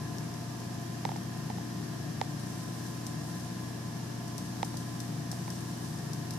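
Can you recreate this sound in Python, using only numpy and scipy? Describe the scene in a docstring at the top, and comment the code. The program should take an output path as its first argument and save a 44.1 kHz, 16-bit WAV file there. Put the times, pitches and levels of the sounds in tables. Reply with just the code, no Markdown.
"""A homemade high-voltage rig hums in a workshop, heard in stereo from close to its oscilloscope.
The transformers hum on the mains while a cooling blower drones, rushes and shakes the chassis.
Corona sizzles and flares up four times, small sparks snap, and the supply whistles thinly.
The microphone is hand-held, and a few hollow ticks come from its own casing."""
import sys
import numpy as np
from scipy import signal
from scipy.fft import rfft, irfft, next_fast_len
from scipy.io import wavfile

SR = 44100
rng = np.random.default_rng(int(sys.argv[2]) if len(sys.argv) > 2 else 0)


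def store_pcm(level_fs):
    """Save levels as 16-bit WAV."""
    pcm = np.round(np.clip(level_fs, -1, 1) * 32767).astype(np.int16)
    wavfile.write(sys.argv[1], SR, np.atleast_2d(pcm).T)


N = 281358
TIME = np.arange(N) / SR
HZ = np.maximum(np.fft.rfftfreq(N, 1 / SR), 1)

# The loud sparks. Each row: start in seconds, relative levels of the burst and the direct crack in dB.
LOUD_SPARKS = [(0.184, -12, -4.5), (0.340, -20, -9), (0.601, -16, -20), (1.1648, -18, -7.5),
               (2.3955, -12, -20), (3.0663, -3, -6), (4.280, -13, -12), (4.3804, -3.5, -4),
               (4.647, -4.5, -11), (4.7699, -3.5, -2.5), (5.0029, -4, -4), (5.3154, -1.5, 0),
               (5.503, -6.5, -4.5), (6.1331, -5.5, -3), (6.3075, -5.5, -3), (6.3363, -8, -12)]


def hum(mains_hz=60.0, rotor_hz=52.97, blades=4, faint_db=(-76.5, -83)):
    """Transformers hum on the mains, the blower on its rotor, and the two mix into sum tones."""
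    # The rig's tones. Each row: mains multiple, rotor multiple, left and right dB, left lead in radians.
    tones = [(2, 0, -41.5, -43.5, .1), (4, 0, -49, -51, .2), (12, 0, -71, -64.5, 0), (17, 0, -64, -57.5, 0),
             (0, 3, -48, -51, .2), (0, 4, -53, -56, .5), (0, 5, -60, -62, .3), (2, 1, -49, -52, .1),
             (4, 1, -48.5, -56, 1), (6, 1, -65, -73, -.8), (19, 1, -71, -71, 1.1), (2, 2, -57, -60, .2),
             (4, 2, -59, -67, -.4), (4, 3, -65, -77, -.2), (2, 4, -49, -69, .9), (4, 4, -61, -70, 1.6),
             (6, 4, -70, -63, -1), (8, 4, -62, -57, -.2), (2, 8, -68, -66, -2.2), (4, 8, -70, -65, .2),
             (8, 8, -67, -64, .2), (12, 8, -68, -66, 1.6), (14, 16, -64, -76, -.1),
             (20, 12, -67, -73, -1.2)]
    # Other machines in the workshop. Each row: pitch in Hz, left and right level in dB.
    drones = [(59.1, -65, -67.5), (92.4, -55, -56.5)]
    mains_turn, rotor_turn = rng.random(2)
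    # The blades also beat faintly with the pull of the mains.
    beats = {(mains, blades * k) for mains in range(6, 19, 2) for k in range(1, 5)}
    beats -= {row[:2] for row in tones}
    faint_tones = [(*beat, *faint_db) for beat in sorted(beats)]
    out = sum(tone(hz, rng.random(), *voice) for hz, *voice in drones)
    for mains, rotor, *voice in tones + faint_tones:
        # Blade tones keep step with mains and rotor, so neighbouring ones throb together.
        turn = rng.random() if rotor % blades else mains * mains_turn + rotor * rotor_turn
        out += tone(mains * mains_hz + rotor * rotor_hz, turn, *voice)
    return out


def tone(hz, turn, left_db, right_db, lead=0, waver=0.036, waver_per_khz=0.33, waver_hz=1.05):
    """A held tone; higher ones waver more, as the microphone sways through their standing waves."""
    depth = waver + waver_per_khz * hz / 1e3
    wander = 1 + depth * (drift(waver_hz) + 1j * drift(waver_hz))
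    wave = wander / np.sqrt(.5 + depth ** 2) * np.exp(2j * np.pi * (hz * TIME + turn))
    return sides(left_db, right_db) * np.real([wave * np.exp(1j * lead), wave])


def panels(swell_share=0.67):
    """The blower's turbulence keeps each mode of the chassis panels droning unevenly."""
    # Each row: pitch and width in Hz, left and right level in dB, likeness of the sides from 0 to 1.
    modes = [(99.8, 7.3, -59, -63, 1), (125.3, 2.6, -63, -66.5, 0.86), (147.4, 3.2, -45.5, -48.5, 1),
             (163.5, 6.8, -52, -54.5, 0.94), (184.2, 6, -48, -49, 0.97), (207, 3.9, -57, -62.5, 1),
             (253.4, 5.1, -57.5, -65.5, 0.9), (296.7, 7.3, -54, -63, 0.87), (390, 34, -61, -68, 0.53),
             (709, 54, -60.5, -59.5, 1), (1040, 28, -66, -63.5, 0.65), (1666, 86, -57.5, -68.5, 0.25),
             (1818, 46, -60.5, -70, 0)]
    # The drone's slow swing, of which the panels follow a share. 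Each row: time in seconds, level in dB.
    swell = [(0.1, -38.5), (0.39, -43), (2.27, -38), (3.08, -45), (3.18, -40.5), (3.37, -39), (4.31, -44.5),
             (6.25, -41)]
    out = 0
    for hz, width, left_db, right_db, alike in modes:
        resonance = 1 / (1 + ((HZ - hz) / (1.5 * width)) ** 2) ** 2
        out += sides(left_db, right_db) * rms_one(irfft(stereo_noise(alike) * resonance, N))
    swell_db = np.interp(TIME, *np.transpose(swell))
    return out * from_db(swell_share * (swell_db - swell_db.mean()))


def corona_strength(idle_db=-15, attack_s=0.13, release_s=0.27, flicker_db=1.0, flicker_hz=22):
    """The corona's flickering level: each flare rises, holds and dies away over a faint idle sizzle."""
    # Each row: start in seconds, seconds until it begins to fade, relative level in dB.
    flares = [(2.336, 0.53, -1.8), (3.155, 0.24, -3), (4.364, 0.62, -6), (5.294, 0.64, -1.5)]
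    power = from_db(idle_db) ** 2
    for start, hold, level_db in flares:
        attack = np.clip((TIME - start) / attack_s, 0, 1)
        release = np.exp(-np.maximum(TIME - start - hold, 0) / release_s)
        power += (from_db(level_db) * attack * release) ** 2
    return np.sqrt(power) * from_db(flicker_db * drift(flicker_hz))


def spark_bursts(strength, faint_per_s=3.8, faint_db=-17):
    """One impulse a spark: the loud ones, and faint ones that come more often as the corona grows."""
    times, bursts_db, _ = np.transpose(LOUD_SPARKS)
    faint = rng.random(N) < faint_per_s * strength / SR
    return clicks(times, bursts_db) + from_db(faint_db) * faint


def discharges(strength, sparks, grit_db=3, spark_db=17, spark_t60=0.042, room_db=4, room_t60=0.54):
    """Corona is a gritty sizzle; a spark is a burst of the same colour, with a short tail from the room."""
    # The colour of a discharge. 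Each row: frequency in Hz, left and right density in dB per Hz.
    spectrum = [(2000, -107, -106), (3750, -88, -98), (5100, -89, -90.5), (6240, -83.5, -104),
                (6340, -94.5, -92.5), (8400, -93.5, -88), (10800, -101, -93), (14500, -103, -98.5)]
    grit = rms_one(from_db(grit_db * drift(rate_hz=400)))
    power = (strength * grit) ** 2
    for level_db, t60 in ((spark_db, spark_t60), (room_db, room_t60)):
        fade = from_db(-120 / (t60 * SR))  # power kept from one sample to the next
        power += from_db(level_db) ** 2 * signal.lfilter([1], [1, -fade], sparks ** 2 + 1e-18)
    high_pass = 1 / (1 + (3000 / HZ) ** 4)
    return colour(stereo_noise(0) * high_pass, spectrum) * np.sqrt(power)


def snaps(bounce_s=.0023, bounce_db=-12, lowest_hz=4000):
    """Each loud spark's direct crack and one near reflection ring briefly in the microphone ports."""
    # Each row: pitch in Hz, t60 in seconds, left and right peak in dB ahead of the low cut.
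    ports = [(5610, 0.0017, -23, -48), (8600, 0.0011, -39, -37), (12100, 0.001, -46, -37)]
    times, _, levels_db = np.transpose(LOUD_SPARKS)
    blows = clicks(times, levels_db) + clicks(times + bounce_s, levels_db + bounce_db)
    out = 0
    for hz, t60, left_db, right_db in ports:
        crack = ring(ring(blows, hz, t60), hz, t60)
        out += sides(left_db, right_db) * crack / np.abs(crack).max()
    return signal.sosfilt(signal.butter(4, lowest_hz, "high", fs=SR, output="sos"), out)


def casing(treble_above_hz=1500, contact_hz=7000):
    """Ticks ring the microphone's casing: a sharp click on the left, a hollow knock on the right."""
    # Each row: start in seconds, level in dB, extra treble in dB, ring pitch as a ratio.
    ticks = [(1.0518, -2, -0.5, 1.03), (1.0906, -8, -3.5, 0.99), (1.1172, -11.5, -6, 0.96),
             (1.160, -13, -5, 1.0), (1.501, -9.5, -7, 1.0), (1.5835, -15, -6, .96),
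             (2.214, -0.6, -0.5, .99), (4.6297, -1.5, -0.5, 1.01), (4.742, -17, -7, 1.07),
             (5.328, -16, -3, 0.93), (5.479, -16.5, 1, 1.1)]
    # Each row: pitch in Hz, t60 in seconds, left and right gain in dB, starting direction as +1 or -1.
    modes = [(460, 0.015, -35.5, -21.5, 1), (780, 0.019, -37, -12, -1), (904, 0.015, -47, -12, 1),
             (1240, 0.019, -44, -34.5, 1), (1855, 0.0063, -22, -27, 1), (2330, 0.0039, -23.5, -60, -1),
             (3700, 0.0045, -34, -28, -1), (4000, 0.0034, -22, -47, -1), (5420, 0.003, -20, -36, -1),
             (7254, 0.0037, -31.5, -30, -1)]
    out = np.zeros((2, N))
    blow = signal.unit_impulse(SR // 20)
    for start_s, level_db, treble_db, pitch in ticks:
        start = int(start_s * SR)
        for hz, t60, left_db, right_db, direction in modes:
            gain = direction * from_db(level_db + treble_db * (hz > treble_above_hz))
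            ringing = ring(blow, hz * pitch, t60)
            out[:, start:start + len(blow)] += gain * sides(left_db, right_db) * ringing
    return signal.sosfilt(signal.butter(2, contact_hz, fs=SR, output="sos"), disperse(out))


def disperse(x, hz=2800, width_hz=2200):
    """Bending waves cross the casing at unequal speeds, smearing a click but keeping its colour."""
    radius = np.exp(-np.pi * width_hz / SR)
    poles = [1, -2 * radius * np.cos(2 * np.pi * hz / SR), radius ** 2]
    return signal.lfilter(poles[::-1], poles, x + 1e-18)


def air(split_hz=2700):
    """The blower's air rushes low down and gives way to smooth hiss higher up."""
    # Each row of both: frequency in Hz, left and right density in dB per Hz.
    rush = [(30, -97, -96), (52, -84, -82), (91, -75.5, -76.5), (182, -69.5, -70.5), (246, -73.5, -75.5),
            (396, -75, -79), (493, -81, -81), (686, -87, -79), (1190, -85.5, -83), (1500, -84.5, -90),
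            (1990, -88, -90), (2720, -92, -89.5)]
    hiss = [(2700, -89.5, -88.5), (3540, -90.5, -89.5), (4520, -87.5, -90.5), (5130, -86, -86),
            (5500, -84.5, -87), (6600, -90.5, -88.5), (8860, -100, -92.5), (10500, -103, -91.5),
            (11300, -103, -91.5), (12200, -104, -93.5), (15500, -103, -104.5)]
    # Diffuse sound at the microphone. Each row: frequency in Hz, likeness of the sides from 0 to 1.
    likeness = [(40, 0.76), (200, 0.99), (330, 0.3), (550, 0.04), (740, 0.7), (1000, 0.3), (1300, 0),
                (3000, 0.2), (6000, 0)]
    noise = stereo_noise(at_hz(likeness))
    low = colour(noise * (HZ < split_hz), rush)
    high = colour(noise * (HZ >= split_hz), hiss)
    return low + bench(high, echo_gain=0.16)


def whistles():
    """The high-voltage supply whistles, thin and unsteady, at the top of the hiss."""
    # Each row: pitch and width in Hz, left and right level in dB.
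    bands = [(10500, 66, -95, -77), (11260, 70, -83, -73.5)]
    out = 0
    for hz, width, left_db, right_db in bands:
        resonance = 1 / (1 + ((HZ - hz) / width) ** 2)
        out += sides(left_db, right_db) * rms_one(irfft(stereo_noise(0) * resonance, N))
    return out


def bench(x, echo_gain, nearest_s=.002, farthest_s=.025, count=8):
    """Weak reflections from the gear nearby, other ones on each side, comb the sound finely."""
    out = x.copy()
    for side in range(2):
        for lag in (rng.uniform(nearest_s, farthest_s, count) * SR).astype(int):
            out[side, lag:] += echo_gain * rng.choice([-1, 1]) * x[side, :N - lag]
    return out / np.sqrt(1 + count * echo_gain ** 2)


def ring(x, hz, t60):
    """A unit click sets a sine of height one ringing."""
    radius, angle = from_db(-60 / (t60 * SR)), 2 * np.pi * hz / SR
    return signal.lfilter([0, np.sin(angle)], [1, -2 * radius * np.cos(angle), radius ** 2], x + 1e-18)


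def clicks(times, levels_db):
    """Single-sample blows."""
    out = np.zeros(N)
    out[(times * SR).astype(int)] = from_db(levels_db)
    return out


def drift(rate_hz, hop=16):
    """A smooth random wander with a spread of one."""
    steps = next_fast_len(N // hop + 2)
    low_pass = 1 / (1 + (np.fft.rfftfreq(steps, hop / SR) / rate_hz) ** 2)
    slow = irfft(rfft(rng.standard_normal(steps)) * low_pass, steps)
    return np.interp(TIME, np.arange(steps) * hop / SR, rms_one(slow))


def stereo_noise(alike):
    """Spectra of two partly alike white noises."""
    mid, side = rfft(rng.standard_normal((2, N)))
    return np.sqrt((1 + alike) / 2) * mid + np.sqrt((1 - alike) / 2) * side * [[1], [-1]]


def colour(spectra, rows):
    """Give unit white noise the left and right densities of a table."""
    density = from_db([at_hz(rows, column=1), at_hz(rows, column=2)])
    return irfft(spectra * density, N) * np.sqrt(SR / 2)


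def at_hz(rows, column=1):
    """Read a spectrum column on a log-frequency axis."""
    rows = np.array(rows)
    return np.interp(np.log(HZ), np.log(rows[:, 0]), rows[:, column])


def sides(left_db, right_db):
    """Gains for the left and right channel."""
    return from_db([[left_db], [right_db]])


def from_db(db):
    """Decibels to gain."""
    return 10 ** (np.asarray(db) / 20)


def rms_one(x):
    """Scale to unit power."""
    return x / np.sqrt(np.mean(x ** 2) + 1e-20)


def scene():
    """The running rig and its discharges from close by, with ticks right at the microphone."""
    strength = corona_strength()
    sparks = spark_bursts(strength)
    rig = hum() + panels() + air() + whistles()
    crackle = bench(discharges(strength, sparks) + snaps(), echo_gain=0.048)
    return rig + crackle + casing()


def record(dry, cutoff_hz=14600):
    """The top is cut steeply."""
    return signal.sosfilt(signal.ellip(12, .1, 80, cutoff_hz, fs=SR, output="sos"), dry)


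dry = scene()
out = record(dry)
store_pcm(out)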